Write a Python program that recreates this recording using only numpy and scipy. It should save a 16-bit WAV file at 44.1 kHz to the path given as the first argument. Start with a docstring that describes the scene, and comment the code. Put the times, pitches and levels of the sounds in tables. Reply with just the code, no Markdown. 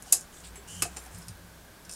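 """In a small room, fingers and a screwdriver work a plastic clamp into a wall-mounted housing.
Snaps and ticks are impulses exciting damped modes; the steel tip rings once in the same way.
Rubbing is filtered grain noise with rough squeaks; dull knocks are decaying low sines.
Drifting low tones and coloured noise lie below; a diffuse echo follows the snaps and ticks."""
import sys
import numpy as np
from scipy import signal
from scipy.fft import rfft, irfft
from scipy.io import wavfile

SR = 44100
rng = np.random.default_rng(int(sys.argv[2]) if len(sys.argv) > 2 else 0)


def attenuation_scalar(level_db):
    """Turn a level in dB into a linear amplitude multiplier (20 dB per decade)."""
    decades = np.asarray(level_db, float) / 20
    return 10 ** decades


def digitize_waveform(pressure):
    """Quantize a signal to 16-bit integers and store it at the path in sys.argv[1].

    Rows of a 2-D input are taken as channels; values are limited to [-1, 1].
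    """
    field = np.atleast_2d(pressure).T
    bounded = np.clip(field, -1, 1)
    quanta = np.round(bounded * 32767).astype(np.int16)
    wavfile.write(sys.argv[1], SR, quanta)


N = 85995   # length [samples]

# steady noise spectrum of the room, relative: (frequency [Hz], density [dB per Hz])
ROOM_SPECTRUM = [(12, -36), (20, -3), (63, -9), (113, -9.5), (177, -7.5), (293, -12), (377, -12),
                 (949, -16), (1530, -19.5), (2750, -24.5), (3340, -22.5), (12800, -26.5), (16000, -29.5)]
ROOM_TONE_DB = -53   # rms
WHIRR_HZ, WHIRR_WIDTH_HZ, WHIRR_DB = 1585, 210, -63.5   # steady band in the room tone
# shuffling hands, low-mid noise before a common 6.5 dB cut: (time [s], level [dB])
SHUFFLE = [(0.0, -53), (0.352, -55), (1.052, -48.5), (1.498, -58), (1.95, -57)]

# wavering low hum: (time [s], level [dB])
HUM = [(0.0, -58), (0.02, -58), (0.358, -65), (0.374, -64), (0.494, -49), (0.612, -53.5), (0.722, -65),
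       (0.824, -52), (0.994, -50.5), (1.704, -62.5), (1.738, -64.5), (1.95, -60)]
HUM_HZ, HUM_WANDER_HZ = 60.6, 3.3
# lower handling rumble: (time [s], level [dB])
RUMBLE_LOW = [(0.0, -65), (0.248, -73), (0.52, -60), (0.602, -79), (0.754, -48), (0.858, -47.5),
              (0.89, -67), (1.102, -73), (1.15, -43.5), (1.238, -70), (1.302, -43), (1.374, -58),
              (1.688, -68.5), (1.95, -65)]
# upper handling rumble: (time [s], level [dB])
RUMBLE_HIGH = [(0.0, -73), (0.016, -74), (0.58, -59), (0.624, -68), (0.808, -47), (1.058, -68.5),
               (1.2, -48), (1.248, -65), (1.292, -48.5), (1.4, -75), (1.438, -53.5), (1.808, -81),
               (1.884, -54.5), (1.95, -61)]
# pitch of the lower and upper rumble: (frequency [Hz], rms wander [Hz])
RUMBLE_PITCHES = [(95, 7.3), (170, 8.2)]

# the clamp strikes the housing: (time [s], level before a common 3 dB cut [dB],
# added housing gain [dB], rattle decay constant [s], centre of the crack [Hz])
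SNAPS = [(0.0236, -34, -40, .0005, 9000), (0.122, -27, -14, 0.0023, 8000),
         (0.1242, -11.5, -20, 0.00018, 7500), (0.1251, -1.5, -29.5, 0.00036, 8550),
         (0.1261, -3, -24.5, 0.0016, 9200), (0.21, -31.5, -47, .002, 7800), (0.404, -43, -27, 0.0022, 7500),
         (0.8215, -14, -7.5, 0.00079, 6900), (0.8233, -13, -13.5, 0.0014, 8800),
         (0.8249, -14, -16, .002, 8450), (0.965, -37, -8, 0.00077, 7000), (0.969, -25, -10, 0.0032, 6600),
         (1.061, -40.5, -6.5, 0.0026, 5000), (1.147, -37.5, -14, .002, 7500),
         (1.185, -37, -30, .004, 11400), (1.27, -44, -30, .002, 7000), (1.2834, -28, -19, 0.0027, 7200),
         (1.8503, -39, -34, 0.0023, 6060), (1.8935, -39, -22, .0005, 6500), (1.895, -30, -15, 0.0011, 6000),
         (1.9085, -44, -30, .001, 6900), (1.9132, -30, -30, .001, 6500), (1.9231, -35, -34, .002, 7000),
         (1.9252, -27.5, -30, 0.0022, 5460), (1.9305, -39, -30, .002, 6000),
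         (1.9365, -33, -26, 0.0011, 7400), (1.943, -38, -28, 0.0028, 6240)]
# bright modes of the clamp: (frequency [Hz], level before spread and fall [dB], t60 [s])
CLAMP_MODES = [(3800, -16, 0.012), (5200, -13.5, 0.0077), (6100, -7.5, 0.012), (6800, -3, 0.0035),
               (7400, -3, 0.0078), (7630, -7.5, 0.0093), (8900, -0.5, 0.0062), (9830, -6, 0.009),
               (10980, -6.5, 0.0038), (11980, -9.5, 0.0035), (11870, -8.5, 0.0034), (13600, -8, 0.0047),
               (15700, -14, .003)]
# low modes of the housing: (frequency [Hz], level before spread [dB], t60 [s])
HOUSING_MODES = [(335, -8, 0.013), (491, -15, 0.047), (747, -9, 0.042), (1227, -3.5, 0.014),
                 (1680, -2, 0.0088), (1930, -2, 0.0058), (2590, 0.5, 0.014), (3400, 3, 0.0031),
                 (4120, 1.5, 0.0041)]
RATTLE_PER_S, RATTLE_SPREAD_DB = 3000, 4
MODE_SPREAD_DB = 1.5   # standard deviation from strike to strike
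MODE_FALL_DB = 10   # loss one octave from the crack's centre; grows with octaves squared
CLAMP_LOW_CUT_HZ = 3200
CRACK_DB, CRACK_OCTAVES = 17, 0.84   # gain and width of the dry contact crack
SPOTS = 3   # strikes land on different spots, each with its own echo pattern

# echo of the room, before a common 22.5 dB cut: (frequency [Hz], t60 [s], level [dB])
ECHO = [(400, 0.24, -3), (1020, 0.14, -3.5), (3020, 0.15, -3.5), (5000, 0.15, -2.5), (7500, 0.18, -9.5),
        (11200, 0.11, -5), (14700, .09, -9.5)]
ECHO_START_S = 0.002
EARLY_DB, EARLY_T60_S = 2.5, 0.024   # nearby wall: stronger first echoes

# fingers rub plastic: (start [s], length [s], level [dB], centre [Hz], width [octaves])
RUBS = [(0.049, 0.064, -52, 6500, 1), (0.313, 0.1, -55, 7540, 0.52), (0.427, 0.05, -51.5, 8130, 0.35),
        (0.429, 0.037, -52.5, 3470, 1.1), (0.54, 0.033, -54.5, 1580, 1.4), (0.668, .14, -47.5, 7400, 0.78),
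        (0.903, .06, -58, 7500, 0.64), (0.973, 0.094, -55, 8800, .9), (1.104, 0.13, -55.5, 7900, 0.69)]
RUB_GRAINS_PER_S, RUB_UNEVEN_DB = 9900, 1.5
STROKE_ATTACK_S, STROKE_RELEASE_S = 0.019, 0.02
# thin squeaks in the rubbing: (start [s], length [s], level [dB], from [Hz], to [Hz])
SQUEAKS = [(0.07, .025, -58, 3000, 3020), (0.67, 0.16, -52, 2960, 3030), (0.689, 0.069, -52.5, 7100, 7300),
           (0.694, 0.046, -55, 8900, 8900)]
SQUEAK_ROUGH_HZ = 170   # upper edge of the noise modulating each squeak

# dull knocks through the wall plate: (time [s], level [dB], frequency [Hz], t60 [s])
KNOCKS = [(0.065, -48, 800, 0.045), (0.073, -44, 750, 0.045), (0.579, -46, 400, 0.19),
          (0.845, -55, 360, 0.065), (0.854, -33, 702, .09), (0.879, -44, 730, 0.039),
          (1.064, -40.5, 760, .06)]
KNOCK_RISE_PER_S = 1200   # rate of the exponential onset

# tiny single-pitched ticks: (time [s], level [dB], frequency [Hz])
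PIPS = [(0.328, -47, 3070), (0.372, -45, 3500), (1.172, -43.5, 5170), (1.221, -41.5, 5200)]
PIP_T60_S = 0.0079
# the steel tip touches: (time [s], level [dB])
TIP_TOUCH = [(0.557, -40.5)]
# modes of the screwdriver shaft: (frequency [Hz], level relative to the touch [dB], t60 [s])
SHAFT_MODES = [(2296, -10, 0.11), (6400, -7, 0.035), (7677, -8.5, 0.18), (9240, -7, 0.066),
               (9600, -16, .07), (10600, -14, 0.18), (11600, -16, .05)]

TOP_CUT_HZ = 16400


def rms_one(x):
    """Power normalisation: scale to unit root mean square."""
    return x / np.sqrt(np.mean(x ** 2) + 1e-20)


def level_curve(rows):
    """Linear interpolation of a level [dB] over time, at every sample."""
    s, db = np.transpose(rows)
    return np.interp(np.arange(N) / SR, s, db)


def band(x, low_hz, high_hz):
    """Band-pass filtering with a maximally flat (Butterworth) response."""
    sos = signal.butter(2, [low_hz, high_hz], "band", fs=SR, output="sos")
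    return signal.sosfilt(sos, x)


def octave_edges(centre_hz, octaves):
    """Logarithmic pitch: band edges lie equal ratios about the centre."""
    half = 2 ** (octaves / 2)
    return centre_hz / half, centre_hz * half


def ring(clicks, hz, t60):
    """Damped resonance: a unit impulse excites an exponentially decaying sine."""
    radius = attenuation_scalar(-60 / (t60 * SR))
    angle = 2 * np.pi * hz / SR
    feedback = [1, -2 * radius * np.cos(angle), radius ** 2]
    return signal.lfilter([0, np.sin(angle)], feedback, clicks + 1e-18)


def click_at(s):
    """Impulsive excitation: one unit sample at time s."""
    return 1.0 * (np.arange(N) == int(s * SR))


def grains(per_s, spread_db, size):
    """Shot noise: random impulses of uneven size and either sign."""
    hits = rng.random(size) < per_s / SR
    heights = attenuation_scalar(spread_db * np.minimum(rng.exponential(1, size), 3))
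    return hits * heights * rng.choice([-1, 1], size)


def stroke(s, length):
    """Amplitude envelope: linear attack, hold, exponential release."""
    t = np.arange(N) / SR
    attack = np.clip((t - s) / STROKE_ATTACK_S, 0, 1)
    return attack * np.exp(-np.maximum(t - s - length, 0) / STROKE_RELEASE_S)


def room_tone():
    """Stationary noise shaped by a spectral density, with a steady whirr and shuffling low mids."""
    hz = np.arange(N // 2 + 1) * SR / N + 1e-3
    f, db = np.transpose(ROOM_SPECTRUM)
    colour = attenuation_scalar(np.interp(np.log(hz), np.log(f), db))
    tone = rms_one(irfft(rfft(rng.standard_normal(N)) * colour, N))
    half = WHIRR_WIDTH_HZ / 2
    whirr = rms_one(band(rng.standard_normal(N), WHIRR_HZ - half, WHIRR_HZ + half))
    low_mids = rms_one(band(rng.standard_normal(N), 167, 2190))
    shuffle = attenuation_scalar(level_curve(SHUFFLE) - 6.5) * low_mids
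    return attenuation_scalar(ROOM_TONE_DB) * tone + attenuation_scalar(WHIRR_DB) * whirr + shuffle


def wavering(curve, hz, wander_hz):
    """Frequency modulation: slow band noise makes a low tone's pitch drift."""
    noise = rng.standard_normal(N + SR)   # the first second lets the filter settle
    wander = rms_one(band(noise, 2.05, 13.3)[SR:])
    phase = 2 * np.pi * np.cumsum(hz + wander_hz * wander) / SR
    return attenuation_scalar(level_curve(curve)) * np.sqrt(2) * np.sin(phase)


def rumble():
    """Superposition of a hum and two handling tones, each with its own level curve."""
    total = wavering(HUM, HUM_HZ, HUM_WANDER_HZ)
    for curve, (hz, wander_hz) in zip((RUMBLE_LOW, RUMBLE_HIGH), RUMBLE_PITCHES):
        total = total + wavering(curve, hz, wander_hz)
    return total


def rattling_contact(rattle_s, size):
    """Repeated impact: a click and exponentially dying grains, scaled to unit energy."""
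    decay = np.exp(-np.arange(size) / (rattle_s * SR))
    force = 0.2 * grains(RATTLE_PER_S, RATTLE_SPREAD_DB, size) * decay
    force[0] = 1
    return force / np.sqrt(np.sum(force ** 2))


def modes(force, table, crack_hz=None):
    """Modal superposition: modes alternate in sign and, given a crack pitch, weaken away from it."""
    total = 0
    for k, (hz, db, t60) in enumerate(table):
        db = db + MODE_SPREAD_DB * rng.normal()
        if crack_hz is not None:
            db -= MODE_FALL_DB * np.log2(hz / crack_hz) ** 2
        total = total + attenuation_scalar(db) * (-1) ** k * ring(force, hz, t60)
    return total


def snaps():
    """Impact excitation: each contact gives a dry crack and rings clamp and housing; a row per spot."""
    size = 4000   # samples kept of each strike
    out = np.zeros((SPOTS, N + size))
    low_cut = signal.butter(2, CLAMP_LOW_CUT_HZ, "high", fs=SR, output="sos")
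    for i, (s, db, housing_db, rattle_s, crack_hz) in enumerate(SNAPS):
        force = rattling_contact(rattle_s, size)
        crack = attenuation_scalar(CRACK_DB) * band(force, *octave_edges(crack_hz, CRACK_OCTAVES))
        clamp = signal.sosfilt(low_cut, modes(force, CLAMP_MODES, crack_hz) + crack)
        housing = attenuation_scalar(housing_db) * modes(force, HOUSING_MODES)
        start = int(s * SR)
        out[i % SPOTS, start:start + size] += attenuation_scalar(db - 3) * (clamp + housing)
    return out[:, :N]


def room(x):
    """Diffuse reverberation: convolution with noise that decays exponentially band by band."""
    t = np.arange(SR // 2) / SR
    edges = 250 * 2 ** np.arange(0, 6.2, 0.5)   # half-octave bands [Hz]
    f, t60, db = np.transpose(ECHO)
    tail = 0
    for low, high in zip(edges, edges[1:]):
        centre = np.log(low * high) / 2   # log of the geometric mean
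        band_db = np.interp(centre, np.log(f), db)
        band_t60 = np.interp(centre, np.log(f), t60)
        noise = band(rng.standard_normal((SPOTS, len(t))), low, high)
        tail = tail + noise * attenuation_scalar(band_db - 60 * t / band_t60)
    early = 1 + attenuation_scalar(EARLY_DB - 60 * t / EARLY_T60_S)
    echo = attenuation_scalar(-22.5) * tail * early * (t > ECHO_START_S)
    return signal.fftconvolve(x, echo, axes=1)[:, :N]


def rubs():
    """Friction noise: dense micro-impacts through a band, under an uneven stroke."""
    out = 0
    for s, length, db, hz, octaves in RUBS:
        uneven = attenuation_scalar(RUB_UNEVEN_DB * rms_one(band(rng.standard_normal(N), 19, 85)))
        hiss = rms_one(band(grains(RUB_GRAINS_PER_S, 2.0, N), *octave_edges(hz, octaves)))
        out = out + attenuation_scalar(db) * stroke(s, length) * uneven * hiss
    return out


def knocks():
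    """Damped low vibration: each soft push gives one sine with a smooth onset and exponential decay."""
    t, out = np.arange(N) / SR, 0
    for s, db, hz, t60 in KNOCKS:
        onset = 1 - np.exp(-np.maximum(t - s, 0) * KNOCK_RISE_PER_S)
        decay = attenuation_scalar(-60 * np.abs(t - s) / t60)
        out = out + attenuation_scalar(db) * np.sin(2 * np.pi * hz * t) * onset * decay
    return out


def squeaks():
    """Quadrature modulation: two noises roughen each tone, some of which glide in pitch."""
    t, out = np.arange(N) / SR, 0
    for s, length, db, from_hz, to_hz in SQUEAKS:
        rough = band(rng.standard_normal((2, N)), 7.8, SQUEAK_ROUGH_HZ)
        hz = np.interp(t, [s, s + length], [from_hz, to_hz])
        phase = 2 * np.pi * np.cumsum(hz) / SR
        tone = rms_one(rough[0] * np.cos(phase) + rough[1] * np.sin(phase))
        out = out + attenuation_scalar(db) * stroke(s, length) * tone
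    return out


def pips():
    """Single-mode resonance: each impulse rings one short pitch."""
    return sum(attenuation_scalar(db) * ring(click_at(s), hz, PIP_T60_S) for s, db, hz in PIPS)


def tip_ring():
    """Modal ringing of a steel shaft: the touch excites all its modes at once."""
    out = 0
    for s, db in TIP_TOUCH:
        for hz, mode_db, t60 in SHAFT_MODES:
            out = out + attenuation_scalar(db + mode_db) * ring(click_at(s), hz, t60)
    return out


def scene():
    """Linear superposition: direct snaps and ticks, their echo, and the layers that have no echo."""
    near = snaps()
    near[0] += pips() + tip_ring()
    struck = (near + room(near)).sum(axis=0)
    handled = knocks() + rubs() + squeaks() + rumble()
    return (struck + handled + room_tone())[None]


def band_limit(x):
    """A steep low-pass at the top of the band."""
    return signal.sosfilt(signal.butter(12, 16540, fs=SR, output="sos"), x)


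def record(dry):
    """Soft saturation rounds the peaks, then a steep low-pass removes the top."""
    rounded = 1.05 * np.tanh(dry / 1.05)
    low_pass = signal.cheby2(10, 40, TOP_CUT_HZ, fs=SR, output="sos")   # order, stop-band loss [dB]
    finished = signal.sosfilt(low_pass, rounded)
    return band_limit(finished)


dry = scene()
out = record(dry)
digitize_waveform(out)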